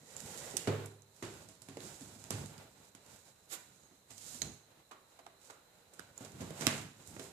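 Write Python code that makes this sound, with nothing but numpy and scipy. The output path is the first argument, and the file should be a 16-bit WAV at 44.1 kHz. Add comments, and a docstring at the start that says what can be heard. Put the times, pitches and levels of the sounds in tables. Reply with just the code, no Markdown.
"""Fitting a hose in a boat

Two hands work a stiff plastic hose onto a plastic T-fitting in the bottom of a small boat.
The hose groans and sings faintly, skin slides over it, and the joint snaps and ticks.
The pipework knocks against the hull, which booms in the cabin. Midway come a swish, a thin squeak
and a few light taps. The right microphone faces the work and hears much more treble than the left."""
import sys
import numpy as np
from scipy import signal
from scipy.fft import rfft, irfft
from scipy.io import wavfile

SR = 44100
rng = np.random.default_rng(int(sys.argv[2]) if len(sys.argv) > 2 else 0)


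def bounce(signal):
    """Save signal as a 16-bit WAV file at the path given by the first command-line argument."""
    frames = np.transpose(np.atleast_2d(signal))
    limited = np.clip(frames, -1, 1)
    pcm = np.round(limited * 32767).astype(np.int16)
    wavfile.write(sys.argv[1], SR, pcm)


N = 322812
TIME = np.arange(N) / SR

# A colour says how strong each pitch is. Columns of every colour: pitch_hz, level_db
BACKGROUND_COLOUR = [(20, -11), (45, 3), (100, 10), (180, 4.5), (300, 1.5), (500, 6), (1000, 1.5),
                     (2000, -3.5), (3400, -8), (4050, 7.5), (4700, -18), (7500, -39), (11000, -12.5),
                     (14500, -8.5)]
FLEX_COLOUR = [(25, -54), (50, -8.5), (100, 4.5), (170, 5), (280, -2), (420, -9), (800, -24), (3000, -55)]   # the hose bending
PALM_COLOUR = [(40, -51), (150, -10), (330, -2.5), (500, 1.5), (680, -1), (880, -1), (1200, -8), (1450, -3),
               (1750, -9), (2200, -8.5), (3500, -11.5), (7000, -20.5)]   # palms rubbing
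SKIN_COLOUR = [(800, -13.5), (2500, -10.5), (5000, -3), (7000, -3.5), (8500, -3.5), (10500, -6),
               (14500, -15)]   # skin hissing
CONTACT_COLOUR = [(25, -51), (45, -21), (75, -4), (100, -2), (300, -4.5), (1000, -4.5), (5000, -4),
                  (10000, -6.5), (14500, -19.5)]   # all snaps, knocks and taps
SWISH_COLOUR = [(40, -41), (200, 2), (650, 3.5), (1000, 0.5), (1550, 3.5), (2400, 1.5), (4500, -1.5),
                (7500, -2.5), (11000, -4), (14500, -10)]
TAP_COLOUR = [(140, -20), (280, -2.5), (480, -1), (1200, -1), (2300, -8.5), (8000, -24)]
DIRECT_COLOUR = [(40, -95), (100, -13), (450, -5), (2200, -3), (7000, 2), (14000, 5)]   # sound that comes straight to the microphone, against cabin sound
LEFT_DIRECT_COLOUR = [(100, -5.5), (1000, -3.5), (2800, -28), (5000, -18), (7200, -24), (10000, -35),
                      (14000, -8)]   # these three: the left microphone against the right
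LEFT_CABIN_COLOUR = [(100, -2.5), (1200, -2.5), (3000, -3.5), (5000, -4), (7200, -17), (10000, -9),
                     (14000, -5)]
LEFT_BACKGROUND_COLOUR = [(100, -5.5), (2000, -2), (4000, -6.5), (7200, 30.5), (13000, -2.5)]

# Strokes of a hand: peak_s, rise_s, fall_s, flex_db, palm_db, skin_db
HAND_STROKES = [ (0.43, 0.32, 0.21, -52.5, -50, -43.5), (0.75, 0.13, .14, -46.5, -47.5, -64),
                (1.19, 0.067, 0.059, -69, -83, -59), (1.33, .13, .17, -52.5, -56.5, -53.5),
                (1.86, 0.061, 0.12, -50, -51.5, -45.5), (2.13, 0.42, 0.36, -58, -59.5, -53.5),
                (2.39, 0.083, 0.14, -42.5, -52, -51), (2.54, 0.034, 0.17, -51.5, -54.5, -59.5),
                (2.83, 0.11, 0.089, -60.5, -62, -60), (3.13, 0.092, 0.1, -64.5, -58.5, -55.5),
                (3.28, 0.071, 0.04, -62, -61, -58), (3.74, 0.47, 0.26, -67, -67.5, -63),
                (4.12, 0.033, 0.043, -62, -62, -54.5), (4.29, 0.12, 0.18, -60.5, -59.5, -43.5),
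                (4.46, 0.051, .09, -42, -57.5, -68), (4.79, 0.2, 0.048, -75, -63.5, -87),
                (5.14, 0.072, 0.08, -85, -64.5, -64.5), (5.47, .07, 0.094, -87, -61, -55.5),
                (5.75, 0.19, 0.17, -79, -64.5, -71), (5.99, 0.096, 0.17, -65.5, -60.5, -64),
                (6.23, 0.063, 0.11, -63, -52.5, -54), (6.44, 0.11, .15, -43, -51, -54.5),
                (6.66, 0.097, 0.1, -50, -43.5, -41.5), (6.76, 0.14, 0.11, -42, -49.5, -46),
                (7.13, 0.18, 0.3, -53, -58.5, -53.5), (7.25, 0.076, 0.042, -66.5, -55, -48)]
# Between strokes the hands never quite rest: flex_db, palm_db, skin_db
RESTING_GRIP = [-76, -77, -69.5]
# Snaps of the joint and knocks of the pipework. A fade is the time a sound takes to drop by 60 dB.
# start_s, thump_db, clack_db, tick_db, direct_db, ring_hz, ring_db, fade_s
KNOCKS = [ (0.165, -7, -18, -14, -2.5, 7100, 12.5, 0.011), (0.22, -10, -25, -30, 2, 174, 17, .06),
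          (0.261, -20, -34, -23, 1, 11500, 9, 0.0091), (0.538, 4.5, -19.5, -29, 1, 410, 18, 0.056),
          (0.568, -14, -6.5, 0, 5, 2790, 10, 0.015), (0.673, 21.5, 5, -12, -2.5, 433, 16, 0.054),
          (0.858, -11, -31, -17.5, 3.5, 10900, 8, 0.013), (1.02, -45, -52, -39, 6.5, 6200, 18, 0.011),
          (1.2253, 9, -2, -11, -7, 340, 12, .025), (1.4871, -8, -20.5, -17, -5.5, 287, 6, 0.026),
          (1.6188, -7, -23.5, -18.5, -0.5, 5240, 6.5, 0.018), (1.686, 3, -13, -18.5, -5, 258, 8, 0.022),
          (1.7698, 3, -16, -29, 5, 440, 17, 0.024), (1.8038, -23, -19, -28, 3.5, 4100, 15, .012),
          (2.0089, -4.5, -18, -12, -13, 253, 19.5, .079), (2.149, -11, -30, -29, -7, 241, 23, .06),
          (2.2399, -4, -17.5, -21.5, 1.5, 6840, 9, 0.0066), (2.3058, 13, -2, -3, 0, 403, 6.5, 0.011),
          (2.579, -17, -27, -29, 4, 5000, 12, .012), (2.9495, -7.5, -18.5, -23.5, -0.5, 450, 7, .02),
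          (3.91, -15, -31, -53, 3.5, 280, 14, .06), (4.1049, -8.5, -18.5, -20, 1.5, 7700, 5, 0.12),
          (4.345, -7.5, -19, -9.5, -8, 260, 17, .06), (4.4181, -22, -7.5, -19, 3, 4160, 19.5, 0.0051),
          (4.4181, 3.5, -10.5, -9.5, 2, 6460, 17.5, 0.013), (5.9352, -28, -37, -23.5, -1.5, 8500, 6, 0.055),
          (5.9939, -6.5, -16.5, -24, 7.5, 1490, 14.5, 0.013),
          (6.177, -10, -36, -21.5, 4, 6660, 11.5, 0.018), (6.207, 3, -19.5, -31, 4, 236, 5.5, .058),
          (6.2477, -6, -17.5, -23.5, 5, 437, 8, .04), (6.407, 14.5, -11, -14.5, -3.5, 270, 3.5, .11),
          (6.5051, 4, -19.5, -30, 7.5, 640, 11.5, 0.018), (6.609, 6, -2, -6, -3.5, 262, 13.5, 0.029),
          (6.621, 6, -2.5, -30, 4, 523, 4, 0.022), (6.6677, 10.5, 12, 0, 6, 2770, 5, 0.0071),
          (6.6692, 10, -12.5, -8, 5.5, 270, 21, .03), (7.074, -3, -37, -12, -4, 7700, 2, 0.0078),
          (7.165, -3.5, -17.5, -47, 7.5, 623, 14, 0.018), (7.1946, -0.5, -9.5, -20, 3.5, 424, 14.5, 0.028)]
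# Centres of the low, middle and high parts of a knock: thump_hz, clack_hz, tick_hz
KNOCK_BANDS = [134, 2140, 8550]
# Notes of the hull panels and the air in the hose: pitch_hz, level_db, fade_s
HULL_NOTES = [(103.3, -57.5, 0.64), (143.6, -62, 0.66), (219, -60.5, 0.19), (268.8, -50.5, 0.17),
              (367, -56.5, 0.45), (395.3, -60.5, 0.62), (646, -54, 0.38)]
# Where the plastic fitting rings: pitch_hz, width_hz, boost_db
FITTING_RINGS = [(2380, 810, 0.5), (3820, 150, 3), (6810, 1070, 4.5), (7600, 970, 5.5)]
# Notes of the creeping hose: pitch_hz, width_hz, level_db
HOSE_NOTES = [(488, 120, -6.5), (1930, 200, -10.5)]
# Light hollow taps: start_s, level_db, ring_hz, fade_s
LIGHT_TAPS = [(4.911, -7, 1120, 0.095), (5.19, -13.5, 660, .055), (5.2643, -11, 695, .022),
              (5.499, -9, 1350, 0.054)]


def from_db(db):
    """Turn decibels into a number to multiply a sound by."""
    return np.exp(np.asarray(db) * (np.log(10) / 20))


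def unit_level(x):
    """Scale a sound so that its average level (rms) is 1."""
    return x / np.sqrt(np.mean(x ** 2) + 1e-20)


def coloured(x, colour, size=4096):
    """Give a sound a colour, with a filter that never rings ahead of the sound (minimum phase)."""
    hz, db = np.transpose(colour)
    bins = np.maximum(np.arange(size // 2 + 1) * SR / size, 1)
    cepstrum = irfft(np.interp(np.log(bins), np.log(hz), db) * np.log(10) / 20)
    cepstrum[1:size // 2] *= 2
    cepstrum[size // 2 + 1:] = 0
    response = irfft(np.exp(rfft(cepstrum)))
    return signal.oaconvolve(x, np.array(response, ndmin=x.ndim), axes=-1)[..., :x.shape[-1]]


def filtered(x, kind, hz, order=1):
    """Keep the "low" part, the "high" part or one "band" of a sound."""
    return signal.sosfilt(signal.butter(order, hz, kind, fs=SR, output="sos"), x)


def resonate(x, hz, width_hz, db):
    """Boost a sound around one pitch, so that it rings there."""
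    return x + (from_db(db) - 1) * signal.lfilter(*signal.iirpeak(hz, hz / width_hz, fs=SR), x)


def drift(per_s):
    """A wandering line through per_s random values each second."""
    points = rng.standard_normal(N // 40)
    return np.interp(TIME * per_s, np.arange(len(points)), points)


def swell(peak_s, rise_s, fall_s, edge_db=9.5, roundness=1.86):
    """Loudness of a move that speeds up and slows: 1 at the peak, edge_db lower a rise or fall away."""
    away = np.maximum((peak_s - TIME) / rise_s, (TIME - peak_s) / fall_s)
    return from_db(-edge_db * np.minimum(away, 10) ** roundness)


def add(out, sound, start_s):
    """Mix a sound in, beginning at start_s."""
    start = round(start_s * SR)
    out[:, start:start + sound.shape[-1]] += sound[:, :N - start]


def wide_noise(length, split_hz=620):
    """Noise from all around: alike at both microphones in the bass, unrelated in the treble."""
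    mid, side = rng.standard_normal((2, length))
    side = filtered(side, "high", split_hz)
    mid = mid + (np.sqrt(2) - 1) * filtered(mid, "low", split_hz)   # makes up the bass that side lost
    return np.array([mid + side, mid - side]) / np.sqrt(2)


def cabin_echo(t, bass_fade_s=0.54, treble_fade_s=0.5, wall_s=0.0076, early_db=11.5, early_fade_s=0.033):
    """Strong echoes from the near walls, then a tail whose treble dies first."""
    noise = wide_noise(len(t))
    bass = filtered(noise, "low", 2500)
    early = from_db(early_db - 60 * t / early_fade_s)
    arrival = np.where(t < wall_s, .45, 1)
    slow = arrival * np.hypot(from_db(-60 * t / bass_fade_s), early)
    fast = arrival * np.hypot(from_db(-60 * t / treble_fade_s), early)
    return (bass * slow + (noise - bass) * fast) / np.sqrt(np.sum(slow ** 2))


def background(level_db=-67.5):
    """Quiet, steady noise with a thin band of hiss near 4 kHz."""
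    left, right = from_db(level_db) * unit_level(coloured(wide_noise(N), BACKGROUND_COLOUR))
    return np.array([coloured(left, LEFT_BACKGROUND_COLOUR), right])


def hand_effort():
    """How strong the flexing, rubbing and hiss are: each stroke adds power to the resting grip."""
    power = from_db(RESTING_GRIP)[:, None] ** 2
    for peak_s, rise_s, fall_s, *levels_db in HAND_STROKES:
        power = power + np.outer(from_db(levels_db), swell(peak_s, rise_s, fall_s)) ** 2
    return np.sqrt(power)


def skin_friction(per_s=1100, spread_db=3.0):
    """Skin moves in tiny slips of uneven size, over a smooth sliding noise."""
    sizes = from_db(spread_db * np.minimum(rng.exponential(1, N), 4)) * rng.choice([-1, 1], N)
    chance = per_s * from_db(3 * drift(25)) / SR
    slips = unit_level(sizes * (rng.random(N) < chance))
    return unit_level(coloured(slips + rng.standard_normal(N), SKIN_COLOUR))


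def skin_crackle(per_s=16, spread_db=8.0, fade_s=0.021):
    """Now and then the skin lets go of the plastic with a small dry tick."""
    sizes = from_db(spread_db * np.clip(rng.standard_normal(N), -2, 2))
    ticks = sizes * (rng.random(N) < per_s / SR)
    fade = from_db(-60 * TIME[:SR // 20] / fade_s)
    bursts = signal.oaconvolve(ticks, fade)[:N] * rng.standard_normal(N)
    return unit_level(coloured(bursts, SKIN_COLOUR))


def hands():
    """The hose groans unevenly into the hull while palms and fingers slide over it."""
    flex, palm, skin = hand_effort()
    skin = skin * from_db(1.2 * drift(45))   # the skin grips and lets go
    groan = flex * from_db(-5.5 + 3.5 * drift(35)) * unit_level(coloured(wide_noise(N), FLEX_COLOUR))
    rub = palm * from_db(-2.5 + 2.1 * drift(50)) * unit_level(coloured(wide_noise(N), PALM_COLOUR))
    hiss = skin * from_db(-9.5) * unit_level(coloured(wide_noise(N), SKIN_COLOUR))
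    direct = skin * (from_db(-8.5) * skin_friction() + from_db(-16) * skin_crackle())
    return direct, groan + rub + hiss


def strike(colour, direct_db, ring_hz, ring_db, fade_s, rise_s=0.00072, scatter_db=4.5):
    """A brief slip fills the cabin and sets the hull ringing. Rows: direct, cabin left, cabin right."""
    t = TIME[:int(.6 * SR)]
    slip = rng.standard_normal(len(t)) * from_db(-60 * t / fade_s) * (1 - np.exp(-t / rise_s))
    slip = slip / np.sqrt(np.sum(slip ** 2))
    notes = [from_db(db - 60 * t / note_fade_s) * np.sin(2 * np.pi * hz * t)
             for hz, db, note_fade_s in HULL_NOTES]
    strengths = rng.choice([-1, 1], len(notes)) * from_db(rng.normal(0, scatter_db, len(notes)))
    # in so small a space the bass is a few notes, and only the rest is a wash of echoes
    cabin = strengths @ np.array(notes) + filtered(cabin_echo(t), "high", 140)
    paths = np.vstack([from_db(direct_db) * slip, cabin]) + 1e-18
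    # the spot that is touched favours one pitch, less so in the cabin sound
    boost_db = ring_db * np.array([[1], [0.73], [0.73]])
    ringing = resonate(paths, ring_hz, width_hz=55 + 0.055 * ring_hz, db=boost_db)
    return coloured(ringing, colour)


def knocks():
    """The joint snaps and the pipework hits the hull, each time with its own weight and hardness."""
    paths = np.zeros((3, N))
    for start_s, *bands_db, direct_db, ring_hz, ring_db, fade_s in KNOCKS:
        colour = list(zip(KNOCK_BANDS, bands_db))
        add(paths, strike(colour, direct_db, ring_hz, ring_db, fade_s), start_s)
    paths = coloured(paths, CONTACT_COLOUR)
    return coloured(paths[0], DIRECT_COLOUR), paths[1:]


def hose_creep():
    """The twisted hose creeps onto the fitting, and the rubbing makes it sing faintly."""
    noise = wide_noise(N)
    notes = 0
    for hz, width_hz, db in HOSE_NOTES:
        band = filtered(noise, "band", [hz - width_hz / 2, hz + width_hz / 2], order=2)
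        notes = notes + from_db(db) * unit_level(band)
    return from_db(-52) * swell(peak_s=0.52, rise_s=0.44, fall_s=0.24) * notes


def swish():
    """One fast, smooth brush that hangs briefly in the cabin."""
    loudness = from_db(-40.5) * swell(peak_s=3.535, rise_s=0.027, fall_s=0.024)
    brush = loudness * unit_level(coloured(rng.standard_normal(N), SWISH_COLOUR))
    echo = signal.fftconvolve(brush[None], cabin_echo(TIME[:SR // 2]), axes=1)[:, :N]
    return from_db(-0.5) * coloured(brush, DIRECT_COLOUR), from_db(-6.5) * echo


def squeak(peak_s=3.81, pitch_hz=6700, sink_hz_per_s=2400):
    """Rubbing makes a faint, thin squeak whose pitch sinks steadily."""
    hz = pitch_hz - sink_hz_per_s * np.clip(TIME - peak_s, -1, 1)
    rough_tone = unit_level(drift(200) * np.sin(2 * np.pi * np.cumsum(hz) / SR))
    return from_db(-74) * swell(peak_s, rise_s=0.05, fall_s=0.18) * rough_tone


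def taps():
    """Light hollow taps, all of one colour, while one hand holds the hose."""
    paths = np.zeros((3, N))
    for start_s, level_db, ring_hz, fade_s in LIGHT_TAPS:
        tap = strike(TAP_COLOUR, direct_db=5.5, ring_hz=ring_hz, ring_db=9.5, fade_s=fade_s)
        add(paths, from_db(level_db) * tap, start_s)
    paths = coloured(paths, CONTACT_COLOUR)
    return coloured(paths[0], DIRECT_COLOUR), paths[1:]


def at_microphones(direct, cabin, wall_s=0.0088, wall_db=-14.5):
    """Both microphones hear one clear wall echo; the left is shaded and gets the direct sound later."""
    echo = from_db(wall_db) * np.pad(direct, (round(wall_s * SR), 0))[:N]
    left = coloured(np.roll(direct, 5), LEFT_DIRECT_COLOUR) + coloured(cabin[0] + echo, LEFT_CABIN_COLOUR)
    right = direct + cabin[1] + echo
    return np.array([left, right])


def fitting_ring(x):
    """The hard plastic fitting boosts a few bands of treble."""
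    for hz, width_hz, db in FITTING_RINGS:
        x = resonate(x, hz, width_hz, db)
    return x


def scene():
    """All the handling, heard directly and through the cabin, over the background."""
    sources = [knocks(), taps(), hands(), swish()]   # each gives its direct sound and its cabin sound
    direct, cabin = [sum(path) for path in zip(*sources)]
    handling = at_microphones(direct + squeak(), cabin + hose_creep())
    return fitting_ring(handling) + background()


def record(dry, cutoff_hz=14800):
    """Cut away the very highest treble."""
    return signal.sosfilt(signal.ellip(10, .2, 80, cutoff_hz, fs=SR, output="sos"), dry)


dry = scene()
out = record(dry)
bounce(out)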